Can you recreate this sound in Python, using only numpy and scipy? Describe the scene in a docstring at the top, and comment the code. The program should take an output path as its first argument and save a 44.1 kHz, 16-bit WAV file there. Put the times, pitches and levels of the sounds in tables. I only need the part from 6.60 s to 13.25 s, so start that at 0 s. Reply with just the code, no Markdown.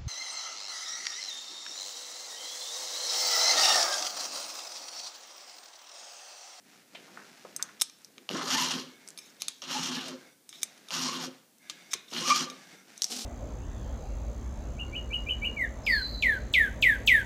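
"""Filing a saw chain

A round file is pushed four times over a cutter of a saw chain whose bar sits in a bench vise, in a workshop.
Its teeth bite as noise pulsed at the tooth rate, which rings file, bar and bench through resonators.
Between strokes the file slides back, skates and taps the steel, heard as filtered clicks and decaying modes.
Links tick, gloved hands rustle and knock as shaped noise, and at the end the chain is pulled along the bar."""
import sys
import numpy as np
from scipy import signal
from scipy.fft import rfft, irfft
from scipy.io import wavfile
from scipy.ndimage import uniform_filter1d

SR = 44100
rng = np.random.default_rng(int(sys.argv[2]) if len(sys.argv) > 2 else 0)


def voltage_ratio(level):
    """Linear amplitude factor for a level in decibels (scalar or array-like)."""
    return 10 ** (np.asarray(level, float) / 20)


def master(y):
    """Save y as 16-bit WAV."""
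    cut = np.clip(np.atleast_2d(y).T, -1, 1)
    pcm = np.round(cut * 32767)  # scale
    wavfile.write(sys.argv[1], SR, pcm.astype(np.int16))


N = 293265
TIME = np.arange(N) / SR

# bar, cutter and bench under the file: (frequency [Hz], width [Hz], level [dB])
HELD_STEEL = [(137.7, 8.8, -8), (170.5, 12.6, -6.5), (259.3, 11.7, 7.5), (357, 45, -4.5), (528, 59, 1),
              (1198, 520, -3.5), (2380, 25, -18), (2882, 207, 1), (3133, 150, -2.5), (3360, 83, -24),
              (4190, 54, -5), (4800, 1070, -7), (5490, 250, -6.5), (5860, 300, -9), (6620, 380, -7.5),
              (8480, 240, -10.5), (10600, 220, -14), (13400, 350, -19)]
# bending modes of the file: (frequency [Hz], level [dB], t60 at damping 0.5 [s])
FILE_MODES = [(1226, -2, 0.054), (2363, -4, 0.048), (3744, 3, 0.032), (5360, 1, 0.019), (6340, 0.5, 0.034),
              (7080, -22, 0.06), (8250, -10.5, 0.062), (10610, -3, 0.031), (12100, -21, 0.018),
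              (13300, -9, 0.027), (14500, -33, 0.011)]


def unit(x):
    """Normalisation: scale to rms 1."""
    return x / np.sqrt(np.mean(x ** 2))


def band(x, lo_hz, hi_hz):
    """Band limitation by a Butterworth band-pass."""
    sos = signal.butter(2, [lo_hz, min(hi_hz, 0.45 * SR)], "band", fs=SR, output="sos")
    return signal.sosfilt(sos, x)


def colour(x, points):
    """Spectral shaping by (frequency [Hz], gain [dB]) points joined on a log-frequency axis."""
    hz, db = np.transpose(points)
    f = np.maximum(np.fft.rfftfreq(len(x), 1 / SR), 1)
    gain = voltage_ratio(np.interp(np.log(f), np.log(hz), db))
    return irfft(rfft(x) * gain, len(x))


def walk(rate):
    """Slow random modulation: independent levels, 1 / rate s apart, joined by ramps; rms 1."""
    k = int(SR / rate)
    held = np.repeat(rng.standard_normal(N // k + 1), k)
    return unit(uniform_filter1d(held, k)[:N])


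def grit(per_s, spread_db):
    """Friction as a random impulse train: dense clicks of uneven size, rms 1."""
    hit = rng.random(N) < per_s / SR
    size = rng.standard_normal(N) * voltage_ratio(spread_db * rng.exponential(size=N))
    return unit(hit * size)


def three_way(x, low_hz, high_hz, ref_hz):
    """Band splitting into low, middle and upper parts, each at rms 1 (upper: within ref_hz)."""
    low, mid, high = band(x, 122, low_hz), band(x, low_hz, high_hz), band(x, high_hz, 15100)
    return unit(low), unit(mid), high / np.std(band(high, *ref_hz))


def resonate(x, peaks, wander_db, rate):
    """Parallel resonances, each swelling and fading on its own as the contact point moves."""
    out = 0
    for hz, width, db in peaks:
        b, a = signal.iirpeak(hz, hz / width, SR)
        out = out + voltage_ratio(db + wander_db * walk(rate)) * signal.lfilter(b, a, x)
    return out


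def gestures(events, ramp_s):
    """Amplitude envelope of movements that swell, hold and ease off."""
    gain = 0
    for start, length, db in events:
        nearest_end = np.minimum(TIME - start, start + length - TIME)
        gain = gain + voltage_ratio(db) * np.clip(nearest_end / ramp_s, 0, 1)
    return gain


def strike(events, modes, crack_db):
    """Modal impact: a crack with a rough tail plus modes weighted by contact colour and damped by the grip."""
    low_modes_hz = 4500  # an event's optional low-mode level acts under this
    out, t = np.zeros(N + SR), np.arange(SR // 4) / SR
    hz, db, t60 = (c[:, None] for c in np.transpose(modes))
    for s, peak_db, contact_hz, damping, *low_db in events:
        chance = rng.standard_normal((3, len(modes), 1))
        contact_db = -2.26 * np.log2(hz / contact_hz) ** 2
        share = voltage_ratio(db + sum(low_db) * (hz < low_modes_hz) + 2.4 * chance[0] + contact_db)
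        # decay time runs from twice t60 at damping 0 to a quarter of it at 1.5
        damped_t60 = t60 * 4 ** (0.5 - np.clip(damping, 0, 1.5))
        fade = np.exp(-np.log(1000) * t / damped_t60)
        # each mode rings unevenly
        fade = fade * (1 + 3.7 * uniform_filter1d(rng.standard_normal(fade.shape), size=60, axis=1))
        tone = np.sin(2 * np.pi * hz * (1 + 0.012 * chance[2]) * t)
        ring = np.sum(share * np.sign(chance[1]) * fade * tone, axis=0)
        # a sharp onset, then a weak buzz
        burst = rng.standard_normal(len(t)) * (np.exp(-t / 0.00024) + 0.054 * np.exp(-t / 0.0078))
        crack = band(burst, contact_hz / 1.47, contact_hz * 1.37)
        crack = band(crack, contact_hz / 2.23, 21000)
        blow = ring / np.abs(ring).max() + voltage_ratio(crack_db) * crack / np.abs(crack).max()
        blow = band(blow, 340, 21000)  # small steel parts radiate no bass
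        i = int((s + 0.001) * SR)  # the blow starts 1 ms after its listed time
        out[i:i + len(t)] += voltage_ratio(peak_db) * blow / np.abs(blow).max()
    return out[:N]


def hiss():
    """Stationary noise floor of room and microphone: Gaussian noise with a shaped spectrum."""
    level_db = -63.5
    # spectrum of the floor: (frequency [Hz], gain [dB])
    floor_colour = [(18, -48), (30, -21), (81, -12), (256, 5), (324, -1.5), (1260, -11.5), (8500, -11),
                    (14300, -14.5), (15500, -12.5)]
    return voltage_ratio(level_db) * unit(colour(rng.standard_normal(N), floor_colour))


def rustle():
    """Fine friction of leather and cloth: coloured clicks whose bands flicker independently."""
    ramp_s, low_db = 0.11, -1
    # gloves and sleeves moving: (start [s], length [s], level [dB], leather creak over the level [dB])
    moves = [(0.002, 0.29, -59.5, -6), (0.251, 1.0, -58, -6), (1.302, 0.76, -66.5, -5.5),
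             (2.15, 0.82, -63, -6.5), (3.497, 0.27, -61, -8), (3.88, 0.7, -60.5, -3.5),
             (4.65, 0.24, -63.5, -6), (5.0, 0.45, -59, -2.5), (5.42, 0.17, -61.5, -4),
             (5.85, 0.39, -57, -3.5), (6.192, 0.36, -58.5, -2)]
    # spectrum of the rubbing: (frequency [Hz], gain [dB])
    rub_colour = [(59, -55), (100, -6), (196, 9.5), (238, 6), (712, 13), (1090, -0.5), (1370, 0.5),
                  (3180, -17.5), (5750, -18), (6660, -20.5), (15500, -48)]
    low, mid, high = three_way(colour(grit(5000, 0.55), rub_colour), 457, 2404, (2500, 8000))
    high = high * voltage_ratio(1.3 * walk(25))
    rub = voltage_ratio(-2.0) * high + voltage_ratio(low_db + 2 * walk(11)) * low
    rub_gain = gestures([row[:3] for row in moves], ramp_s)
    creak_gain = gestures([(s, length, db + creak_db) for s, length, db, creak_db in moves], ramp_s)
    return rub_gain * rub + creak_gain * voltage_ratio(2 * walk(6.7)) * mid


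def knocks():
    """Padded impacts: gloves excite a fading puff of noise in one broad band."""
    # blows on bench and vise: (time [s], peak level [dB], centre frequency [Hz], t60 [s])
    thuds = [(0.349, -36, 2700, 0.15), (0.349, -40, 900, 0.051), (0.479, -47.5, 1160, 0.16),
             (0.572, -34, 1240, 0.035), (0.591, -42, 1330, 0.088), (0.616, -45, 1400, 0.052),
             (0.849, -35.5, 566, 0.081), (0.85, -38.5, 1110, 0.048), (0.995, -36, 1440, 0.23),
             (1.089, -42.5, 1470, 0.083), (5.351, -39, 288, 0.03), (1.573, -49, 302, 0.29),
             (1.704, -30.5, 340, 0.54), (5.521, -36.5, 312, 0.2), (5.865, -51, 489, 0.11),
             (5.915, -44.5, 524, 0.12)]
    out, t = np.zeros(N + SR), np.arange(SR // 4) / SR
    for s, peak_db, hz, t60 in thuds:
        fade = np.exp(-np.log(1000) * t / t60) + 0.28 * np.exp(-t / 0.00033)
        puff = band(rng.standard_normal(len(t)) * fade, hz / 1.43, hz * 1.32)
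        i = int(s * SR)
        out[i:i + len(t)] += voltage_ratio(peak_db) * puff / np.abs(puff).max()
    return out[:N]


def chain_drag():
    """Rattling contact excitation: links run in the groove of the bar and, once pulled, shake the bench."""
    start_s, pull_s, rise_s = 6.44, 6.49, 0.023  # links take up slack, then the pull
    slack_db, pull_db, sag_db_per_s, bench_db = -48, -36.5, -19, -9
    # spectrum of the rattle: (frequency [Hz], gain [dB])
    drag_colour = [(59, -60), (100, -36), (248, -1.5), (293, -12), (758, -6.5), (956, -28.5), (2090, -4.5),
                   (5630, 0.5), (15500, -21)]
    slack = voltage_ratio(slack_db) * np.clip((TIME - start_s) / rise_s, 0, 1)
    since_pull = (TIME - pull_s).clip(0)
    pull = np.clip(since_pull / rise_s, 0, 1) * voltage_ratio(pull_db + sag_db_per_s * since_pull)
    low, mid, high = three_way(colour(grit(7000, 0.82), drag_colour), 720, 1330, (2500, 10000))
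    rattle = np.maximum(slack, pull) * (high + voltage_ratio(-9.0) * mid)
    return voltage_ratio(2 * walk(70)) * (rattle + voltage_ratio(bench_db) * pull * low)


def links():
    """Modal impacts of chain links clicking together, short and high."""
    # modes of a link: (frequency [Hz], level [dB], t60 at damping 0.5 [s])
    link_modes = [(3900, -24, 0.0028), (5660, 6, 0.0099), (6250, 0, 0.022), (7760, -19, 0.0015),
                  (10700, -12, 0.0075)]
    # clicks: (time [s], peak level [dB], contact colour [Hz], damping [0-1.5])
    clicks = [(1.417, -47, 6200, 0.7), (1.4458, -30, 5900, 0.1), (2.4757, -30, 6900, 1.4),
              (2.4865, -27, 6800, 1.4), (2.5037, -31.5, 6360, 1.4), (6.3769, -29, 6760, 0.4),
              (6.419, -10.5, 5400, 0), (6.4342, -16, 5930, 0.6), (6.4418, -10.5, 5840, 0.3),
              (6.4506, -23, 6240, 0), (6.4664, -34, 4950, 0.7)]
    return strike(clicks, link_modes, crack_db=5)


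def skids():
    """Light sliding friction: the file skates on the cutter without cutting and its modes whisper."""
    # slides: (start [s], length [s], level at the swell [dB])
    slides = [(1.196, 0.014, -45.5), (2.582, 0.13, -54.5), (2.798, 0.023, -44.5), (2.892, 0.16, -64),
              (3.889, 0.12, -52.5), (4.015, 0.011, -42.5), (5.308, 0.026, -40), (5.48, 0.1, -48),
              (6.354, 0.073, -52.5)]
    pressure = 0
    for s, length, db in slides:
        swell = np.interp(TIME, [s, s + 0.57 * length, s + length], [0.3, 1, 0.6], 0, 0)
        pressure = pressure + voltage_ratio(db) * swell
    rub = grit(9700, 0.84)
    # sliding contact broadens the modes and favours those near 4200 Hz
    peaks = [(hz, 9 / t60, db - 5 * np.log2(hz / 4200) ** 2) for hz, db, t60 in FILE_MODES]
    whisper = resonate(rub, peaks, wander_db=4.0, rate=46) + 0.14 * band(rub, 2150, 5100)
    return uniform_filter1d(pressure, size=200) * unit(whisper)


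def returns():
    """Resonant friction: drawn back lightly, the file scrapes and its whistle sinks as the hand slows."""
    whistle_db = -4
    # return strokes: (start [s], length [s], level [dB], whistle from [Hz], whistle to [Hz])
    glides = np.array([(2.25, 0.25, -63, 2250, 2160), (3.547, .22, -64, 1607, 1507),
                       (4.987, 0.4, -61, 1700, 1612), (5.878, 0.37, -60.5, 1923, 1290)])
    # resonances of the scrape: (frequency [Hz], width [Hz], level [dB])
    scrape_peaks = [(1520, 12, -20), (1647.3, 69, 2.5), (2144, 120, 5.5), (3570, 110, -0.5),
                    (4620, 150, -6), (5800, 130, -2.5), (7530, 83, -10)]
    ends = np.ravel([glides[:, 0], glides[:, 0] + glides[:, 1]], "F")
    hz = np.interp(TIME, ends, glides[:, 3:].ravel())
    whistle = walk(70) * np.sin(2 * np.pi * np.cumsum(hz) / SR)
    scrape = unit(resonate(grit(9000, 0.89), scrape_peaks, wander_db=3.0, rate=35))
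    return gestures(glides[:, :3], 0.043) * (scrape + voltage_ratio(whistle_db) * whistle)


def catches():
    """Modal impacts of teeth catching on the cutter as a stroke starts, ringing the held steel."""
    t60_s = 0.014  # at damping 0.5
    # catches: (time [s], peak level [dB], contact colour [Hz], damping [0-1.5], low modes [dB])
    snags = [(1.69, -18, 4030, 0.5, 1.5), (1.7105, -29, 4100, 0.5, 5), (1.717, -50, 4570, 0.5, -1),
             (1.7462, -41, 3600, 0.5, -1), (1.7687, -27, 4870, 0.5, -1), (1.785, -34, 5200, 0.4, -1),
             (3.0178, -27.5, 4000, 0, -3), (3.1021, -24, 3970, 0.6, 1), (4.3056, -21, 2900, 0.6, 3),
             (5.5128, -34, 3900, 0.5, 9), (5.5357, -25.5, 5500, 0.58, -19), (5.5631, -21, 3380, 0, 3),
             (5.605, -26, 4800, 0.7, 2)]
    held = [(hz, db, t60_s) for hz, _, db in HELD_STEEL if 1000 < hz < 8000]
    return strike(snags, held, crack_db=-7)


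def taps():
    """Modal impacts of the file on steel, exciting its bending modes."""
    # taps: (time [s], peak level [dB], contact colour [Hz], damping by the grip [0-1.5], low modes [dB])
    hits = [(0.9626, -19.5, 7800, 0.7, -27), (1.0246, -11, 6900, 0.95, -4.5),
            (1.2114, -11.5, 6170, 0.16, -7.5), (1.2176, -6.5, 7450, 0.8, -10), (1.386, -47, 7000, 1, 4),
            (1.2964, -34.5, 4700, 0.8, 2), (1.58, -32.5, 2800, 1, 4), (2.5745, -31, 3900, 0.2, -8),
            (2.5865, -30.5, 4300, 0.2, -6), (2.7655, -49, 3600, 0.5, 3), (2.819, -14.5, 4750, 1, -6.5),
            (2.8821, -12, 5240, 0.92, -5.5), (3.4818, -28, 5800, 0.3, 1), (3.891, -30, 7740, 0.6, -7),
            (3.927, -33.5, 3420, 1, 19), (4.0302, -9, 6340, 0.98, -4.5), (4.1759, -43.5, 3644, 0.36, -7),
            (4.2852, -29.5, 4290, 0, 3), (4.9831, -45, 11600, 1.1, -8), (5.0969, -18, 4420, 0.43, 0),
            (5.3327, -14, 5400, 1, 9), (5.3368, -12, 4650, 1, -6.5), (5.899, -26, 4400, 0.3, 5.5)]
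    return strike(hits, FILE_MODES, crack_db=1.5)


def bite_db():
    """Level envelope of the push strokes, resting at -120 dB between them."""
    lift_s = 0.2  # the file leaves the steel
    # one list per push stroke, how hard the file bites: (time [s], rasp level [dB])
    strokes = [
        [(1.7, -39), (1.8, -36.5), (1.86, -33), (1.9, -29), (1.932, -22.5), (1.968, -28.5), (1.978, -23.5),
         (2.104, -30), (2.112, -26), (2.168, -37.5), (2.34, -61)],
        [(3.022, -42), (3.072, -42.5), (3.118, -30.5), (3.248, -30), (3.326, -34), (3.33, -32.5), (3.5, -41),
         (3.56, -50.5), (3.66, -75)],
        [(4.312, -30), (4.32, -37), (4.336, -30.5), (4.45, -28.5), (4.46, -29), (4.514, -34), (4.656, -31.5),
         (4.692, -55), (4.78, -71)],
        [(5.512, -64), (5.526, -40.5), (5.538, -37), (5.544, -38), (5.564, -31.5), (5.666, -28.5), (5.678, -25),
         (5.826, -30), (5.872, -52), (5.89, -46)],
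    ]
    rows = []
    for stroke in strokes:
        rows += [(stroke[0][0] - 0.004, -120), *stroke, (stroke[-1][0] + lift_s, -120)]
    return np.interp(TIME, *np.transpose(rows))


def tooth_whine(phase):
    """Periodic excitation: the tooth train sings out at the tooth rate and its octave."""
    floor_db = -21  # the note never quite vanishes
    # singing moments, shares before the final mix:
    # (centre [s], half length [s], note amplitude [dB], octave amplitude [dB])
    whines = [(1.789, 0.13, 1, -5), (1.909, 0.074, -23, -6.5), (1.99, 0.087, -7, -13),
              (3.164, 0.021, -0.5, -17), (3.397, 0.09, -9, -4), (3.49, 0.034, 4.5, -26),
              (4.53, 0.11, -6.5, -17), (4.639, 0.014, -4.5, -16), (5.728, 0.11, -1, -10)]
    note, octave = np.sin(phase), np.sin(2 * phase)
    sing = voltage_ratio(floor_db) * note
    for s, half, db, octave_db in whines:
        swell = np.clip(1 - np.abs(TIME - s) / half, 0, 1)
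        sing = sing + swell * (voltage_ratio(db) * note + voltage_ratio(octave_db) * octave)
    return sing * voltage_ratio(5.14 * walk(60))


def filing():
    """Pulsed noise into resonators: teeth tear chips off the cutter; the file chatters and at times whines."""
    knee_db = -39.5  # above this bite, bench and bar grow more slowly than the rasp
    bench_db, bench_follow, bench_lag_s = -41.5, 0.25, 0.02
    bar_db, bar_follow = -45, 0.61
    top_db, top_follow, top_tilt = -23, 0.18, 0.27  # harder bite is brighter
    scatter_hz = 40  # the teeth never pass quite evenly
    steel_ring = 4.5  # weight of the resonances against the bare chips
    # file speed as teeth passing the cutter: (time [s], tooth rate [Hz])
    teeth = [(1.702, 200.2), (1.83, 339.8), (1.88, 570), (1.935, 758.3), (1.98, 980), (2.049, 1043),
             (2.22, 550.6), (3.03, 351), (3.11, 700), (3.166, 850.4), (3.37, 849), (3.45, 697),
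             (3.5, 576.3), (3.599, 520.3), (4.319, 499.4), (4.41, 1104), (4.58, 1054), (4.639, 797.5),
             (4.719, 503.6), (5.539, 330.2), (5.62, 1001), (5.66, 1190), (5.741, 1209), (5.79, 1264),
             (5.85, 785)]
    # spectrum of the rasp: (frequency [Hz], gain [dB])
    rasp_colour = [(59, -30), (100, -19), (156, -2.5), (205, -3.5), (253, -2.5), (429, -5), (541, -1),
                   (1210, -7.5), (2220, -11.5), (3050, -12.5), (3770, -3.5), (5750, -10), (7890, -17.5),
                   (13100, -15), (15500, -17)]
    # colour as the contact travels along the file: (time [s], gain of lower over upper rasp [dB])
    rasp_tilt = [(1.7, 2.5), (1.91, -0.5), (2.13, 2), (3.05, 4.5), (3.24, -1.2), (3.4, 4.5), (3.5, 1),
                 (4.35, 1), (4.47, -3), (4.56, 3.5), (4.66, 1), (5.56, 5.5), (5.62, -0.5), (5.72, -3),
                 (5.8, 0)]

    rasp_db = bite_db()
    over = rasp_db - knee_db
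    tooth_hz = np.interp(TIME, *np.transpose(teeth))
    phase = 2 * np.pi * np.cumsum(tooth_hz + scatter_hz * walk(150)) / SR
    # chips break mostly as a tooth engages, the more plainly the slower the file
    engage = (1 + np.cos(phase)) ** np.clip(250 / tooth_hz, 0.2, 0.7)
    chips = grit(14000, 0.86) * engage
    ring = resonate(chips, HELD_STEEL, wander_db=2.6, rate=30)
    steel = colour(chips + steel_ring * ring, rasp_colour)
    low, mid, high = three_way(steel, 519, 2000, (2500, 7500))

    bench_gain = voltage_ratio(bench_db + np.minimum(over, bench_follow * over))
    step = 1 / (bench_lag_s * SR)  # one-pole lag: the bench follows the bite slowly
    bench = low * signal.lfilter([step], [1, step - 1], bench_gain) * voltage_ratio(1.09 * walk(30))
    bar = mid * voltage_ratio(bar_db + np.minimum(over, bar_follow * over) + 1.4 * walk(60))

    body, top = band(high, 1740, 8600), unit(band(high, 8600, 13900))
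    tilt_db = np.interp(TIME, *np.transpose(rasp_tilt))
    body = voltage_ratio(tilt_db / 2) * band(body, 1910, 3740) + voltage_ratio(-tilt_db / 2) * band(body, 5100, 10060)
    top = top * voltage_ratio(top_db + top_follow * over - top_tilt * tilt_db + 2.4 * walk(28))
    chatter = voltage_ratio(1.42 * walk(40) + 0.96 * walk(160))  # the file bites, lets go, bites again
    rasp = chatter * (body + top) + 0.58 * tooth_whine(phase)
    return voltage_ratio(rasp_db) * rasp + bar + bench


def smear(blows):
    """Random modulation: the ring of a blow comes back from the room smeared, not as clean lines."""
    share = 0.82  # power share of the modulated part
    return blows * (np.sqrt(1 - share) + np.sqrt(share) * walk(900))


def workshop(direct, sent):
    """Diffuse reverberation of a small cluttered room: decaying noise, the treble dying first."""
    tail_db, t60_low_s, t60_high_s = -15.5, 0.46, 0.2
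    t = np.arange(SR // 2) / SR
    onset = np.clip((t - 0.002) / 0.0026, 0, 1)
    low = band(rng.standard_normal(len(t)), 83, 3560) * np.exp(-np.log(1000) * t / t60_low_s)
    high = band(rng.standard_normal(len(t)), 1400, 10300) * np.exp(-np.log(1000) * t / t60_high_s)
    tail = onset * (1.4 * low + high)
    tail = tail / np.linalg.norm(tail)
    return direct + voltage_ratio(tail_db) * signal.fftconvolve(sent, tail)[:N]


def scene():
    """Superposition: rubs and blows excite the room; rustle and hiss are added dry."""
    blows = links() + catches() + taps()
    rubs = knocks() + chain_drag() + skids() + returns() + filing()
    in_room = workshop(rubs + blows, rubs + smear(blows))
    return (in_room + rustle() + hiss())[None]


def top_cut(x):
    """Nothing passes above the cut-off."""
    return signal.sosfilt(signal.butter(12, 16500, fs=SR, output="sos"), x)


def record(dry):
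    """Band limitation of a small microphone: no deep bass, no top octave."""
    dry = signal.sosfilt(signal.butter(3, 95, "high", fs=SR, output="sos"), dry)
    dry = signal.sosfilt(signal.ellip(6, 0.5, 24, 15300, fs=SR, output="sos"), dry)
    return top_cut(dry)


dry = scene()
out = record(dry)
master(out)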